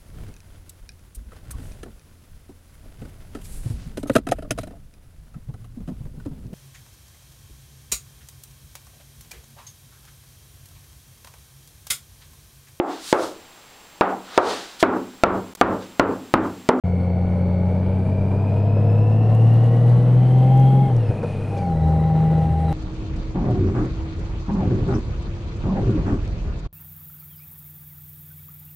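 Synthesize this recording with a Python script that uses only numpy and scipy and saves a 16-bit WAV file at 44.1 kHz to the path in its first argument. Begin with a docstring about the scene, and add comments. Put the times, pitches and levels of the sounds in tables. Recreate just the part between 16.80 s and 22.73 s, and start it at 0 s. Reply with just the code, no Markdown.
"""A town street, from the seat of a large six-cylinder motorcycle pulling away in first gear.
The firing note climbs, the clutch goes in, a gear clunks home and the engine settles lower in second.
Gear teeth whine above the exhaust, gas pulses ring the fairing and the engine cases rustle.
Tyres and air hiss, wind buffets, loose parts tick; near the end a bus alongside reflects the hiss."""
import sys
import numpy as np
from scipy import signal
from scipy.io import wavfile

SR = 44100
rng = np.random.default_rng(int(sys.argv[2]) if len(sys.argv) > 2 else 0)


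def transcribe(signal):
    """Save signal, clipped to [-1, 1], as a 16-bit WAV file at the path in sys.argv[1]."""
    frames = np.atleast_2d(signal).T
    limited = np.clip(frames, -1, 1)
    pcm = np.round(limited * 32767).astype(np.int16)
    wavfile.write(sys.argv[1], SR, pcm)


N = 261424

# Engine speed. Each row: time in seconds, firing rate in Hz.
FIRING_HZ = [(0.3, 89.54), (0.6, 90.17), (0.83, 90.4), (0.98, 91.93), (1.38, 96.1), (1.5, 95.9),
             (1.62, 98.68), (2.14, 105.3), (2.44, 110), (3.24, 121.7), (3.8, 130.6), (4.03, 133),
             (4.08, 129.5), (4.31, 100.1), (4.75, 100.7), (4.95, 79), (5.93, 79.53)]
# Each row: time in seconds, opening from 0 to 1.
THROTTLE_OPENING = [(0, 0.14), (2.3, 1.0), (4.0, 0.94), (4.25, 0.13), (4.78, 0.05), (5.05, 0.66),
                    (5.55, 0.93), (5.78, 0.14), (5.93, 0.49)]
# Firing note. Each row: time in seconds, level in dB.
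FIRING_DB = [(0.4, -21.5), (1.5, -21), (2.2, -15), (2.44, -16), (2.67, -11.5), (2.96, -15.5), (3.1, -11.5),
             (3.24, -15), (3.38, -12), (3.49, -14.5), (3.57, -12), (3.68, -13.5), (3.8, -11), (4.03, -14.5),
             (4.08, -20), (4.16, -13.5), (4.37, -31), (4.75, -25.5), (4.95, -28.5), (5.06, -18.5),
             (5.4, -31.5), (5.76, -21), (5.93, -23.5)]
# Its octave at full throttle. Each row: pitch in Hz, level in dB.
OCTAVE_DB = [(158, -16), (180, -17), (195, -26.5), (214, -32.5), (240, -35), (266, -33)]
# Lines from unequal cylinders. Each row: multiple of crank speed, base level in dB.
UNEVEN_LINES = [(2, -45), (4, -30), (4.5, -32.5), (5, -37.5), (7, -43.5), (7.5, -42), (8.5, -44.5),
                (9, -45), (12, -47.5), (13.5, -47)]
# Panel resonances. Each row: centre in Hz, width in Hz, boost of those lines in dB.
FAIRING_MODES = [(476.4, 55, 14.5), (796, 41, 3)]
# Each row: time in seconds, shaft speed as a share of crank speed, first-gear gain in dB.
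CLUTCH_GRIP = [(0.1, .855, 0), (.47, .935, 2), (.95, 1.0, 2), (2.8, 1.0, -1), (3.4, 1.0, -9),
               (4.1, 1.0, -30)]
# First-gear lines. Each entry: multiple of shaft speed.
FIRST_GEAR_ORDERS = [18.5, 20.1, 27.8, 30.1]
# Same lines. Each entry: base level in dB.
FIRST_GEAR_LINES_DB = [-45, -41.5, -50, -55.5]
# Play between teeth, which part as the engine drops. Each row: time in seconds, play in radians,
# whine gain in dB.
TOOTH_PLAY = [(.8, .48, 0), (2.3, .75, 0), (4.1, .95, 0), (4.2, 1.1, -5), (4.31, .65, 0), (4.84, .7, 0),
              (4.89, .85, -8), (5, .85, 0)]
# Tooth load, light between gears. Each row: time in seconds, gain of the octave whine in dB.
TOOTH_LOAD_DB = [(0.6, 2.5), (1.1, 0), (2.3, 4.5), (4.15, 1.5), (4.29, 9), (4.34, -21), (4.75, -29),
                 (4.77, 11), (4.95, 6), (5.7, 3.5), (5.9, 9.5)]
# Whine through the gear casing. Each row: pitch in Hz, base level in dB.
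CASING_DB = [(1960, -59.5), (2210, -54), (2450, -53.5), (2800, -55.5), (3000, -63), (3240, -57),
             (3950, -71.5), (4420, -70.5), (5260, -75.5), (6500, -80)]
# Pump gear whine. Each row: pitch in Hz, base level in dB.
PUMP_DB = [(1470, -60), (1700, -63), (1860, -54), (2000, -58.5), (2170, -55.5)]
# Stereo image of the noises. Each row: frequency in Hz, left-right likeness, left lead in dB.
STEREO_IMAGE = [(25, .99, .6), (500, .997, .6), (1500, .982, .25), (2800, .975, .3), (4500, .87, .45),
                (8000, .8, .5), (12000, .3, .8)]
# Noise spectra. Each row: frequency in Hz, relative density in dB.
ROAR_SPECTRUM = [(70, -19), (110, -9.5), (200, -9.5), (350, -16), (500, -12), (700, -17.5), (1000, -30),
                 (1800, -51), (3000, -60)]
CLATTER_SPECTRUM = [(1200, 3), (2000, -3), (3000, -4.5), (4500, -14.5), (7000, -25)]
HISS_SPECTRUM = [(5500, -7), (7000, -2), (9300, 5.5), (10800, -7), (13000, -18.5)]
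WIND_SPECTRUM = [(18, -1.5), (35, -9), (70, -7.5)]
BUS_SPECTRUM = [(5000, 1), (9000, -5)]
# Tyre and air hiss, raised by road speed. Each row: time in seconds, level in dB.
ROAD_HISS_DB = [(0.1, -75), (2.4, -72.5), (2.65, -67), (4.68, -68), (4.85, -71.5), (5.93, -68)]
# Louder ticks of loose parts. Each row: start in seconds, strength in dB.
LOUD_TICKS = [(2.3008, -45), (2.55, -40.5), (2.5653, -47), (2.7099, -46), (2.739, -40), (2.8413, -40),
              (3.0964, -40.5), (3.345, -45.5), (3.5861, -42), (3.776, -43), (3.798, -38), (4.1656, -38.5),
              (5.078, -45), (5.2046, -45)]
# Each row: start in seconds, ring, thump and rasp strengths in dB, rattle length in seconds.
FRAME_KNOCKS = [(1.945, -42, -25.5, -69, 0.059), (4.079, -38, -17, -73, 0.033),
                (4.291, -44, -11.5, -72, 0.05), (4.425, -34, -42, -47, 0.026),
                (4.761, -44.5, -55, -44, 0.04), (5.703, -57, -15, -80, 0.026)]
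# Each row: frequency in Hz, gain in dB, 60 dB decay time in seconds.
FRAME_MODES = [(490, 0, .035), (575, -2, .03), (770, -11, .03), (1330, -20, .02)]
# Final-drive whine, one list per gear. Each row: time in seconds, pitch in Hz, level in dB.
DRIVE_WHINE = [
    [(3.4, 764, -46), (3.63, 776.5, -32.5), (3.72, 794.5, -28), (4.038, 819, -28.5), (4.124, 787.7, -34.5),
     (4.16, 787.1, -61)],
    [(4.7, 791.5, -58), (4.712, 798, -38), (4.924, 798.5, -27), (4.966, 796.6, -40.5),
     (5.044, 794.5, -31.5), (5.96, 801.6, -31.5)],
]
# Hiss reflected by the bus. Each row: time in seconds, level in dB.
BUS_DB = [(4.25, -83), (4.45, -67), (4.8, -63), (5.25, -69)]


def amp(db):
    """dB to gain."""
    return 10 ** (np.asarray(db) / 20)


def rms_one(x):
    """Scale to rms 1."""
    return x / np.sqrt(np.mean(x ** 2) + 1e-20)


def in_time(rows):
    """Table columns as per-sample curves."""
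    times_s, *columns = np.transpose(rows)
    return [np.interp(np.arange(N) / SR, times_s, column) for column in columns]


def at_hz(rows, hz):
    """Read a spectrum on a log-frequency axis."""
    rows = np.array(rows)
    return np.interp(np.log(hz), np.log(rows[:, 0]), rows[:, 1])


def butter(x, order, edges_hz, kind="band"):
    """Butterworth filter."""
    return signal.sosfilt(signal.butter(order, edges_hz, kind, fs=SR, output="sos"), x)


def band_rms_one(noise, low_hz, high_hz):
    """Scale so that one band has rms 1."""
    return noise / np.std(butter(noise, 4, [low_hz, high_hz]))


def drift(rate_hz):
    """Random wander of rms 1: low-passed noise, drawn every 40th sample."""
    pole = np.exp(-80 * np.pi * rate_hz / SR)
    slow = signal.lfilter([1], [1, -2 * pole, pole * pole], rng.standard_normal(N // 40 + 2002))[2000:]
    return np.interp(np.arange(N) / 40, np.arange(len(slow)), rms_one(slow))


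def tone(phase_rad, rms_db):
    """Sine with a random starting phase."""
    return np.sqrt(2) * amp(rms_db) * np.sin(phase_rad + rng.uniform(0, 2 * np.pi))


def ring(clicks, hz, t60_s):
    """Damped mode: a unit click starts a sine of height 1."""
    r, w = amp(-60 / (t60_s * SR)), 2 * np.pi * hz / SR
    return signal.lfilter([0, np.sin(w)], [1, -2 * r * np.cos(w), r * r], clicks + 1e-18)


def pan(left_db):
    """Gains that raise the left and lower the right."""
    return amp([[left_db], [-left_db]])


def band_noise(spectrum, edges_hz, shared_drift, shared_db, own_db, pulsing=1):
    """Stereo noise bands whose gains wander partly together, partly alone."""
    white = rng.standard_normal((2, 2, N)) * pulsing
    image, out = np.array(STEREO_IMAGE), 0
    for k, (low_hz, high_hz) in enumerate(zip(edges_hz, edges_hz[1:])):
        mid, side = butter(white[k % 2], 2, [low_hz, high_hz])  # adjacent bands uncorrelated
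        hz = np.sqrt(low_hz * high_hz)
        alike, left_db = np.clip(at_hz(image[:, :2], hz), 0, 1), at_hz(image[:, ::2], hz)
        gain = amp(at_hz(spectrum, hz) + shared_db * shared_drift + own_db * drift(4.4))
        stereo = np.sqrt(1 + alike) * mid + np.sqrt(1 - alike) * side * [[1], [-1]]
        out += gain * pan(left_db) * stereo
    return out


def exhaust(crank_rad, crank_hz, shut):
    """Three firings a turn give a note and its octave, in step; unequal cylinders add lines."""
    firing_db = in_time(FIRING_DB)[0] + 0.5 * drift(28)
    octave_db = at_hz(OCTAVE_DB, 6 * crank_hz) - 10 * shut + 0.17 * drift(32)
    out = np.sqrt(2) * (amp(firing_db) * np.sin(3 * crank_rad) + amp(octave_db) * np.sin(6 * crank_rad))
    for order, base_db in UNEVEN_LINES:
        panel_db = sum(boost_db / (1 + (2 * (order * crank_hz - hz) / width_hz) ** 2)
                       for hz, width_hz, boost_db in FAIRING_MODES)
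        phase_rad = order * crank_rad + 0.3 * drift(7.7)
        out += tone(phase_rad, base_db - 5.5 * shut + panel_db + 1.5 * drift(5.6))
    return out


def first_gear(crank_hz):
    """Shafts behind the clutch whine, lagging the crank while it slips."""
    grip, gain_db = in_time(CLUTCH_GRIP)
    shaft_rad = 2 * np.pi * np.cumsum(grip * crank_hz) / SR
    return sum(tone(order * shaft_rad + .65 * drift(21), base_db + gain_db + 2.8 * drift(5))
               for order, base_db in zip(FIRST_GEAR_ORDERS, FIRST_GEAR_LINES_DB))


def gear_whine(crank_rad, crank_hz, primary_teeth=74, pump_teeth=49):
    """Primary and pump meshes; a throb at each turn and each firing splits the primary line."""
    slipping, gripped = (.85, 1.1, .2), (1.25, .65, .8)  # time in seconds, throb depth, steady share
    depth, steady = in_time([slipping, gripped])
    play_rad, parted_db = in_time(TOOTH_PLAY)
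    load_db, = in_time(TOOTH_LOAD_DB)
    turn = np.cos(crank_rad + 1.2 * drift(3))
    firing = np.cos(3 * crank_rad + play_rad * drift(10))
    backlash_rad = play_rad * drift(28)
    mesh_rad, mesh_hz = primary_teeth * crank_rad + backlash_rad, primary_teeth * crank_hz

    throb = steady + depth * (0.9 * turn + firing) + 0.9 * play_rad * drift(160)
    primary = throb * tone(mesh_rad, at_hz(CASING_DB, mesh_hz) + parted_db + 1.5 * play_rad * drift(20))

    octave_rad = 2 * mesh_rad + 1.2 * play_rad * drift(60)
    octave_db = at_hz(CASING_DB, 2 * mesh_hz) + load_db + 3 * play_rad * drift(16)
    octave = (1 + .6 * turn * play_rad + .5 * firing) * tone(octave_rad, octave_db)

    pump_db = at_hz(PUMP_DB, pump_teeth * crank_hz) + .4 * np.minimum(load_db, 0) + parted_db
    pump = (.8 + 0.35 * turn) * tone(pump_teeth * crank_rad + backlash_rad, pump_db + 2.5 * drift(12))
    return primary + octave + pump


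def gas_roar(crank_rad, shut, bumps):
    """Gas noise puffs out at each firing and rings the fairing."""
    puffs = 1 + 0.48 * np.cos(3 * crank_rad)
    edges_hz = 60 * 2 ** np.arange(0, 6.1, .5)
    noise = band_noise(ROAR_SPECTRUM, edges_hz, bumps, shared_db=0.58, own_db=1, pulsing=puffs)
    for hz, width_hz, _ in FAIRING_MODES:
        b, a = signal.iirpeak(hz, hz / width_hz, fs=SR)
        noise = noise + .5 * signal.lfilter(b, a, noise)
    return amp(-32 - 2.5 * shut) * band_rms_one(noise, 250, 1200)


def case_clatter(hiss_db, bumps):
    """Dense rustle of the engine cases; its level follows the road hiss."""
    level_db = -63 + 0.86 * (hiss_db - hiss_db.mean())
    edges_hz = 1100 * 2 ** np.arange(0, 3.1, .5)
    noise = band_noise(CLATTER_SPECTRUM, edges_hz, bumps, shared_db=0.69, own_db=0.99)
    return amp(level_db) * band_rms_one(noise, 3170, 4500)


def road_hiss(hiss_db, bumps):
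    """Bright tyre and air noise over steady microphone self-noise."""
    edges_hz = 5000 * 2 ** np.arange(0, 1.7, 1 / 3)
    noise = band_noise(HISS_SPECTRUM, edges_hz, bumps, shared_db=1, own_db=1.3)
    self_noise = butter(rng.standard_normal((2, N)), 2, [5000, 14000])
    return amp(hiss_db) * band_rms_one(noise, 8300, 11000) + amp(-77.5) * rms_one(self_noise)


def wind_buffet():
    """Lumpy low wind on the microphone."""
    edges_hz = 14 * 2 ** np.arange(0, 3, .5)
    return amp(-38.5) * rms_one(band_noise(WIND_SPECTRUM, edges_hz, drift(2.7), shared_db=1, own_db=2))


def loose_parts(hiss_db, small_per_s=23, decay_s=.0007):
    """Dry bright snaps: a few loud, many small ones that follow the road hiss in level."""
    clicks = (rng.random(N) < small_per_s / SR) * amp(hiss_db + 12.5 + 3.3 * rng.standard_normal(N))
    for start_s, strength_db in LOUD_TICKS:
        clicks[round(start_s * SR)] = amp(strength_db)
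    envelope = signal.lfilter([1], [1, -np.exp(-1 / (decay_s * SR))], clicks + 1e-18)
    snaps = envelope * (rng.standard_normal(N) + rng.standard_normal((2, N)))
    return butter(snaps, 1, [2000, 9500])


def frame_knocks(contacts_per_s=6000):
    """Short rattles of contacts ring the frame, each with a low thump and a bright rasp."""
    time_s = np.arange(N) / SR
    rattle, push, rasp_envelope = np.zeros((3, N))
    contacts = rng.standard_normal(N) * (rng.random(N) < contacts_per_s / SR)
    for start_s, ring_db, thump_db, rasp_db, length_s in FRAME_KNOCKS:
        window = np.sin(np.pi * np.clip((time_s - start_s) / length_s, 0, 1))
        rattle += amp(ring_db) * contacts * window
        rasp_envelope += amp(rasp_db) * window
        push[round(start_s * SR)] = amp(thump_db)
    force = butter(rattle + push / 100 + 1e-18, 2, 1800, "low")
    frame = sum(amp(db) * ring(force, hz, t60_s) for hz, db, t60_s in FRAME_MODES)
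    thump = butter(ring(push, hz=120, t60_s=0.15), 2, 500, "low")
    rasp = butter(rasp_envelope * rng.standard_normal(N), 2, [1200, 5500])
    return frame + thump + rasp


def final_drive():
    """Whine under load, late in first gear and again in second; silent through the shift."""
    out = np.zeros(N)
    for rows in DRIVE_WHINE:
        hz, level_db = in_time(rows)
        start_s, end_s = rows[0][0], rows[-1][0]
        loaded, = in_time([(start_s - .03, 0), (start_s, 1), (end_s, 1), (end_s + 0.017, 0)])
        phase_rad = 2 * np.pi * np.cumsum(hz) / SR + 0.4 * drift(20)
        out += loaded * tone(phase_rad, level_db + 1.5 * drift(20))
    return out


def bus_reflection(bumps):
    """Upper road hiss off the flat side of a bus, as a separate swell of noise."""
    edges_hz = 4200 * 2 ** np.arange(0, 1.4, 1 / 3)
    noise = band_noise(BUS_SPECTRUM, edges_hz, bumps, shared_db=0.93, own_db=0.94)
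    return amp(in_time(BUS_DB)[0]) * rms_one(noise)


def scene():
    """Stereo mix of engine, transmission, road and wind."""
    crank_hz = in_time(FIRING_HZ)[0] / 3  # three firings a turn
    crank_rad = 2 * np.pi * np.cumsum(crank_hz) / SR
    shut = 1 - np.clip(in_time(THROTTLE_OPENING)[0], 0, 1)
    hiss_db, = in_time(ROAD_HISS_DB)
    bumps = rms_one(drift(6.1) + 3.6 * drift(12))  # the road shakes the noise levels together
    body = exhaust(crank_rad, crank_hz, shut) + first_gear(crank_hz) + final_drive() + frame_knocks()
    engine = body * pan(left_db=0.68) + gear_whine(crank_rad, crank_hz) * pan(left_db=-0.2)
    engine += gas_roar(crank_rad, shut, bumps) + case_clatter(hiss_db, bumps)
    return engine + road_hiss(hiss_db, bumps) + wind_buffet() + loose_parts(hiss_db) + bus_reflection(bumps)


def record(dry):
    """Brief opening silence, then a steep treble cut."""
    start_s, fade_s, stopband_hz = .037, .0012, 15100
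    gate, = in_time([(start_s, 0), (start_s + fade_s, 1)])
    return signal.sosfilt(signal.cheby2(12, 70, stopband_hz, fs=SR, output="sos"), dry * gate)


dry = scene()
out = record(dry)
transcribe(out)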